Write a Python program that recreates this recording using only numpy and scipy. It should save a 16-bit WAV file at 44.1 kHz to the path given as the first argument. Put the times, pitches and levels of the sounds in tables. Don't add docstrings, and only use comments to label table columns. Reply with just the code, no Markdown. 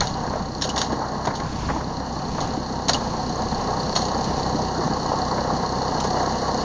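import sys
import numpy as np
from scipy import signal
from scipy.fft import rfft, irfft
from scipy.io import wavfile
from scipy.ndimage import map_coordinates

SR = 44100
rng = np.random.default_rng(int(sys.argv[2]) if len(sys.argv) > 2 else 0)


def log_audio(samples):
    frames = np.atleast_2d(samples).T
    limited = np.clip(frames, -1, 1)
    pcm = np.round(limited * 32767).astype(np.int16)
    wavfile.write(sys.argv[1], SR, pcm)


N = 292824
TIME = np.arange(N) / SR
CUTOFF_HZ, ICE_RISE_S = 9700, 0.0014

# time_s, firings_per_s
GOVERNOR_SPEED = [(0.0, 31.72), (2.4, 31.72), (3.5, 31.62), (4.6, 31.76), (6.64, 31.62)]
# start_s, level_db, t60_s, ring_db, spot_hz
ICE_HITS = [(0.0055, -8, 0.0078, -3.5, 4100), (0.0694, -29.5, 0.014, 13, 4000),
            (0.611, -24, 0.05, -13, 5600), (0.619, -16.5, 0.049, 7, 5600), (0.631, -32, 0.063, 3, 4400),
            (0.64, -26, 0.085, 5, 3800), (0.675, -36, 0.035, -1, 4300), (0.69, -27, 0.025, 2, 2950),
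            (0.699, -41, 0.064, 21.5, 2950), (0.7594, -24, 0.095, 1, 5700), (0.777, -18, 0.053, 3, 3700),
            (0.788, -29, 0.062, 5, 4470), (0.8, -30, 0.071, 1, 4700), (0.8144, -15.5, 0.034, 4, 3660),
            (0.919, -34, 0.089, -9, 4300), (1.251, -25.5, 0.077, -7, 4300), (1.27, -27.5, 0.035, 0, 3700),
            (1.35, -28, 0.11, -14, 4300), (1.398, -32, 0.042, -3, 3700), (2.403, -26.5, 0.13, -6, 4330),
            (2.882, -17, 0.078, -12, 4400), (2.893, -14.5, 0.032, 0, 4330), (2.932, -21, 0.06, 12, 4800),
            (2.944, -28, 0.03, 19, 2900), (3.952, -20, 0.054, -15, 4300), (3.961, -20, 0.11, 9, 4270),
            (4.015, -30.5, 0.13, 3, 6450), (4.05, -29, 0.06, -8, 4300), (4.083, -29, 0.02, 6, 4300)]


def engine_cycles(hunt_hz=1.83, crest_s=1.96):
    # time_s, swing_firings_per_s
    hunt_depth = [(0.0, 0.3), (2.5, 0.35), (3.8, 0.07)]
    hunting = in_time(hunt_depth) * np.cos(2 * np.pi * hunt_hz * (TIME - crest_s))
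    return np.cumsum(in_time(GOVERNOR_SPEED) + hunting) / SR


def exhaust(cycle, near_db, waver=0.14, puff_db=-45, beam_hz=330, opens=0.64, bass_lag_rad=150):
    # firing_multiple, level_db
    harmonics = [(1, -47), (2, -38), (3, -42), (4, -38.5), (5, -37), (6, -39.5), (7, -40.5), (8, -47),
                 (9, -47), (10, -47), (11, -46), (12, -47), (13, -44), (14, -43.5), (15, -42), (16, -38),
                 (17, -49), (19, -46), (23, -44.5), (24, -41.5), (26, -43.5), (29, -49), (34, -47)]
    # pitch_hz, width_hz, level_db
    muffler_modes = [(238, 48, -0.5), (430, 120, 1), (530, 56, 14), (776, 32, -4)]
    note = 0
    for k, db in harmonics:
        facing = min(k * GOVERNOR_SPEED[0][1] / beam_hz, 1.4)
        strength = from_db(db + facing * near_db) * (1 + waver * drift(4.6))
        note += strength * np.sqrt(2) * np.cos(2 * np.pi * k * (cycle - opens) + bass_lag_rad / k)
    firings = once_a_cycle(cycle, at=0.73, spread_db=2.5)
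    gas = fade(firings, t60=0.0051) * rng.standard_normal(N)
    return note + cut(body(gas, muffler_modes), 170, "high") * from_db(puff_db + near_db)


def valves(cycle, clack_db=-40.5, second_db=-11, tick_db=-46, play_cycles=0.018):
    # pitch_hz, width_hz, level_db
    cover_modes = [(4220, 214, 0.5), (4710, 390, -6.5), (5470, 180, -14.5)]
    # pitch_hz, width_hz, level_db
    tappet_modes = [(5500, 560, -11.5), (6510, 98, 4)]
    loose = cycle + play_cycles * drift(22)
    tick, first, second = [once_a_cycle(loose, at, spread_db=2.3) for at in (0.37, 0.39, 0.62)]
    clacks = first + from_db(second_db) * second
    rattle = cut(fade(clacks, t60=0.025), 300, "low", order=1) * rng.standard_normal(N)
    ticks = cut(fade(tick, t60=0.02), 300, "low", order=1) * rng.standard_normal(N)
    cover = from_db(clack_db) * rms_one(cut(body(rattle, cover_modes), 3380, "high", order=5))
    tappet = from_db(tick_db) * rms_one(cut(body(ticks, tappet_modes), 5000, "high", order=4))
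    return wander(cover + tappet, share=0.009, rate_hz=22)


def impeller(cycle, blades_per_firing=2.2035, waver=0.18):
    # blade_multiple, level_db
    blade_tones = [(1, -45.5), (2, -45)]
    phase = 2 * np.pi * blades_per_firing * cycle
    return sum(from_db(db) * np.sqrt(2) * (1 + waver * drift(5.4)) * np.sin(k * phase)
               for k, db in blade_tones)


def snow(cycle, near_db, rumble_db=-33, clatter_db=-26, spray_db=-33, shake=0.11):
    # time_s, gain_db
    intake = [(0, -0.5), (0.25, 4), (0.53, -2.5), (0.75, 3), (1.15, 5.5), (1.55, 0.5), (1.8, 2),
              (2.15, 0.5), (2.45, 2), (2.7, -1.5), (3.0, 0), (3.8, -0.5), (4.75, -1.5), (5.1, 0.5),
              (5.75, 2), (6.2, 2), (6.64, -1.5)]
    # frequency_hz, level_db
    rumble_spectrum = [(20, -28.5), (60, -19), (105, -6.5), (150, -5), (240, 4.5), (300, -0.5), (360, -8.5),
                       (600, -16.5), (1200, -37)]
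    # pitch_hz, width_hz, level_db
    housing_modes = [(316, 175, -8), (480, 146, -1), (600, 175, -2), (764, 79.7, 6), (822, 134, 3),
                     (939, 101.6, 1.5), (1080, 52, 0), (1240, 250, -11.5), (1647, 66, -11),
                     (1877, 310, -16)]
    # frequency_hz, level_db
    spray_spectrum = [(1200, -15), (1900, -7), (2350, -19), (2650, -12.5), (2930, -3), (3200, -9),
                      (3550, -4), (3950, 0.5), (4330, 10.5), (4800, 1.5), (5250, -2.5), (5700, 4),
                      (6100, -1), (6550, -1.5)]
    load_db = in_time(intake)
    auger_gain = from_db(rumble_db + 0.15 * near_db + 1.76 * drift(18))
    housing_gain = from_db(clatter_db + near_db + load_db)
    chute_gain = from_db(spray_db + 1.02 * near_db + 0.25 * load_db)
    feed = 1 + shake * np.cos(2 * np.pi * (cycle - 0.55))
    rumble = colour(grains(per_s=1800, spread_db=3.5) * feed, rumble_spectrum)
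    drumming = grains(per_s=2400, spread_db=2) * feed * from_db(1.26 * drift(28))
    panels = wander(body(drumming, housing_modes), share=0.014, rate_hz=7)
    clatter = rms_one(cut(panels, 1904, "low", order=8))
    hiss = colour(rng.standard_normal(N), spray_spectrum)
    spray = rms_one(cut(hiss, 1100, "high")) * from_db(0.78 * drift(16))
    return rumble * auger_gain + clatter * housing_gain + spray * chute_gain


def lumps(length_s=0.3, attack_s=0.025, band_octaves=1.12, sink_octaves_per_s=12, thump_below_hz=380):
    # start_s, level_db, pitch_hz, crust_offset_db
    lump_hits = [(0.008, -23.5, 980, -6), (0.27, -32, 206, -9), (0.331, -28.5, 740, -10),
                 (0.352, -27.5, 617, -20), (0.398, -27, 195, -30), (0.649, -29.5, 507, -21),
                 (0.677, -30, 360, -20), (0.762, -27.5, 850, -7), (0.811, -32.5, 1020, -0.5),
                 (0.924, -23.5, 287, -15.5), (1.012, -25, 940, -21), (1.244, -29.5, 970, -12),
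                 (1.268, -22.5, 800, -11), (1.278, -28, 193, -12), (1.3, -33, 900, -3),
                 (1.396, -31.5, 217, -7), (1.683, -29.5, 960, -5.5), (1.692, -34, 295, -17),
                 (1.696, -24, 740, -10), (1.756, -27, 740, -18), (1.76, -29.5, 296, -21),
                 (1.803, -32, 940, -9), (1.867, -31, 194, -21), (2.33, -32, 163, -26),
                 (2.378, -27, 886, -13), (2.482, -26.5, 274, -30), (2.571, -26.5, 240, -20),
                 (2.889, -23, 790, -5.5), (2.895, -33, 186, -26), (2.937, -30.5, 820, -25),
                 (3.522, -24.5, 165, -19), (3.726, -27.5, 805, -29), (3.956, -25, 910, -18),
                 (4.268, -26.5, 199, -30), (4.3, -28.5, 206, -20), (4.544, -22, 282, -26),
                 (4.586, -24.5, 616, -32), (4.622, -30, 370, -26), (4.782, -24.5, 400, -29),
                 (4.848, -25, 157, -22), (4.898, -24.5, 216, -20), (4.958, -28.5, 810, -19),
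                 (5.04, -31, 620, -24), (5.113, -23, 730, -28), (5.129, -23.5, 696, -28),
                 (5.315, -31, 220, -24), (5.375, -27, 720, -14), (5.497, -24.5, 890, -25),
                 (5.524, -26.5, 206, -28), (5.602, -28.5, 198, -20), (5.76, -28, 188, -26),
                 (5.915, -26.5, 760, -24), (6.075, -30, 180, -24), (6.135, -25.5, 825, -22),
                 (6.165, -23.5, 710, -18), (6.225, -27, 850, -18), (6.33, -40, 990, -24)]
    size, attack = int(length_s * SR), int(attack_s * SR)
    envelope = blow(0, rise=0.005, t60=0.077)[:size]
    sinking = np.cumsum(2 ** (-sink_octaves_per_s * (TIME[:size] - attack_s / 2))) / SR
    out = np.zeros(N + size)
    for s, db, hz, crust_offset_db in lump_hits:
        thump = envelope * np.sin(2 * np.pi * hz * sinking)
        pieces, flakes = envelope * rng.standard_normal((2, size)) * ragged((2, size), spread_db=4)
        band_hz = hz * 2 ** (np.array([-0.5, 0.5]) * band_octaves)
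        rattle = cut(cut(pieces, band_hz, "band"), 1130, "low", order=6)
        thump_share = 0.55 / (1 + (hz / thump_below_hz) ** 4)
        knock = np.sqrt(thump_share) * thump / np.std(thump[:attack])
        knock += np.sqrt(1 - thump_share) * rattle / np.std(rattle[:attack])
        crust = cut(cut(flakes, 1300, "high", order=3), 1860, "low", order=8)
        start = int(s * SR)
        for part, part_db in (knock, db), (crust, db + crust_offset_db):
            out[start:start + size] += from_db(part_db) * part / np.std(part[:attack])
    return out[:N]


def ice(treble_db=3, trickle_db=-19):
    # frequency_hz, level_db
    crack_spectrum = [(300, -4), (800, 2.5), (1400, -3), (2000, -3.5), (2400, -16.5), (2900, -2),
                      (3500, -1), (4350, 4), (5150, -6), (5700, 2.5), (6050, -7.5), (6550, 5.5),
                      (7200, -8.5), (9300, -2)]
    shatter = cut(colour(grains(per_s=3500, spread_db=1), crack_spectrum), 350, "high")
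    treble = signal.sosfiltfilt(signal.butter(3, 5000, "high", fs=SR, output="sos"), shatter)
    envelope = 0
    for s, db, t60, *_ in ICE_HITS:
        trickle = from_db(trickle_db) * blow(s, rise=0.018, t60=0.3)
        envelope += from_db(db) * (blow(s, ICE_RISE_S, t60) + trickle)
    return envelope * (shatter + (from_db(treble_db) - 1) * treble)


def steel_ring(spread_db=1.5, fall_db_per_octave=41, detune_share=0.009):
    # pitch_hz, level_db, t60_s
    steel_modes = [(2935, -8, 0.05), (2990, -14, 0.07), (3360, -14, 0.025), (3720, -4, 0.035),
                   (4300, 0, .033), (4700, -3, .033), (5600, -4, 0.022), (6450, -4, .02)]
    age = TIME[:SR // 4]
    hz, mode_db, t60 = np.transpose(steel_modes)[:, :, None]
    envelopes = np.minimum(age / ICE_RISE_S, 1) * from_db(mode_db - 60 * age / t60)
    out = np.zeros(N + len(age))
    for s, db, _, ring_db, spot_hz in ICE_HITS:
        strength, detune = rng.standard_normal((2, len(steel_modes), 1))
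        octaves_off = np.abs(np.log2(hz / spot_hz))
        gain = from_db(db + ring_db + spread_db * strength - fall_db_per_octave * octaves_off)
        tones = np.sin(2 * np.pi * hz * (1 + detune_share * detune) * age)
        start = int(s * SR)
        out[start:start + len(age)] += np.sum(gain * envelopes * tones, axis=0)
    return out[:N]


def grit():
    # start_s, level_db
    snaps = [(0.69, -23), (2.887, -17.5), (4.242, -29), (6, -22.5), (6.042, -26), (6.102, -30)]
    envelope = sum(from_db(db) * blow(s, rise=0.001, t60=0.072) for s, db in snaps)
    return envelope * rms_one(cut(cut(rng.standard_normal(N), 4800, "high"), CUTOFF_HZ, "low"))


def scraper(scrape_db=-46, catch_db=3.5):
    crust = grains(per_s=2700, spread_db=4)
    crunch = rms_one(cut(cut(crust, 840, "high", order=3), 1560, "low", order=8))
    return crunch * from_db(scrape_db - catch_db * drift(6.5))


def chute_ring(near_db, ring_db=-54, flurry_db=4):
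    splinters = from_db(flurry_db * drift(9)) * rng.standard_normal(N)
    return from_db(ring_db + near_db) * rms_one(resonate(splinters, hz=2930, width_hz=120))


def wind(gust_db=6.5):
    # time_s, level_db
    breeze = [(0, -32), (1.3, -47), (1.7, -31), (2.3, -34), (3.6, -39.5), (4.4, -42)]
    # frequency_hz, level_db
    buffet_spectrum = [(12, -6), (30, -12), (55, -4.5), (90, -8.5), (160, -5), (400, -35)]
    gusts = from_db(in_time(breeze) + gust_db * drift(1.8))
    return gusts * colour(rng.standard_normal(N), buffet_spectrum)


def from_db(db):
    return 10 ** (np.asarray(db) / 20)


def rms_one(x):
    return x / np.sqrt(np.mean(x ** 2) + 1e-20)


def in_time(points):
    return np.interp(TIME, *np.transpose(points))


def drift(rate_hz):
    spectrum = rfft(rng.standard_normal(N))
    hz = np.arange(len(spectrum)) * SR / N
    return rms_one(irfft(spectrum / (1 + (hz / rate_hz) ** 4), N))


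def wander(x, share, rate_hz):
    lead = drift(rate_hz)
    positions = np.arange(N) + share * lead / np.std(np.diff(lead))
    return map_coordinates(x, [positions], order=3, mode="mirror")


def colour(x, points):
    hz, db = np.transpose(points)
    bins_hz = np.maximum(np.arange(N // 2 + 1) * SR / N, 1)
    gain = from_db(np.interp(np.log(bins_hz), np.log(hz), db))
    return rms_one(irfft(rfft(x) * gain, N))


def cut(x, hz, kind, order=2):
    return signal.sosfilt(signal.butter(order, hz, kind, fs=SR, output="sos"), x)


def resonate(x, hz, width_hz):
    r = np.exp(-np.pi * width_hz / SR)
    feedback = [1, -2 * r * np.cos(2 * np.pi * hz / SR), r * r]
    return signal.lfilter(np.array([1, 0, -1]) * (1 - r * r) / 2, feedback, x + 1e-18)


def body(x, modes):
    return rms_one(sum((-1) ** k * from_db(db) * resonate(x, hz, width_hz)
                       for k, (hz, width_hz, db) in enumerate(modes)))


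def ragged(shape, spread_db):
    return from_db(spread_db * np.minimum(rng.exponential(1, shape), 3))


def grains(per_s, spread_db):
    return (rng.random(N) < per_s / SR) * rng.choice([-1, 1], N) * ragged(N, spread_db)


def once_a_cycle(cycle, at, spread_db):
    clicks = np.diff(np.floor(cycle - at), prepend=np.floor(-at))
    return clicks * from_db(spread_db * rng.standard_normal(N))


def fade(clicks, t60):
    return signal.lfilter([1], [1, -from_db(-60 / (t60 * SR))], clicks + 1e-18)


def blow(start_s, rise, t60):
    age = np.maximum(TIME - start_s, 0)
    return np.minimum(age / rise, 1) * from_db(-60 * np.clip((age - rise) / t60, 0, 3))


def scene():
    # time_s, gain_db
    approach = [(0, -5.5), (1.5, -8.5), (2.7, -4.5), (4.1, 0), (5.6, -1.5), (6.64, 1)]
    near_db = in_time(approach)
    cycle = engine_cycles()
    machine = exhaust(cycle, near_db) + valves(cycle) * from_db(near_db) + impeller(cycle)
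    churn = snow(cycle, near_db) + chute_ring(near_db) + scraper()
    impacts = ice() + steel_ring() + grit() + lumps()
    return (machine + churn + impacts + wind())[None]


def record(dry, rolloff_hz=6900, edge_hz=7200, air_db=-21):
    edge = signal.ellip(10, 0.2, 80, edge_hz, fs=SR, output="sos")
    ceiling = signal.ellip(12, 0.2, 90, CUTOFF_HZ, fs=SR, output="sos")
    dulled = signal.sosfilt(edge, cut(dry, rolloff_hz, "low", order=12))
    air = from_db(air_db) * cut(dry, 8640, "high", order=8)
    return signal.sosfilt(ceiling, dulled + air)


dry = scene()
out = record(dry)
log_audio(out)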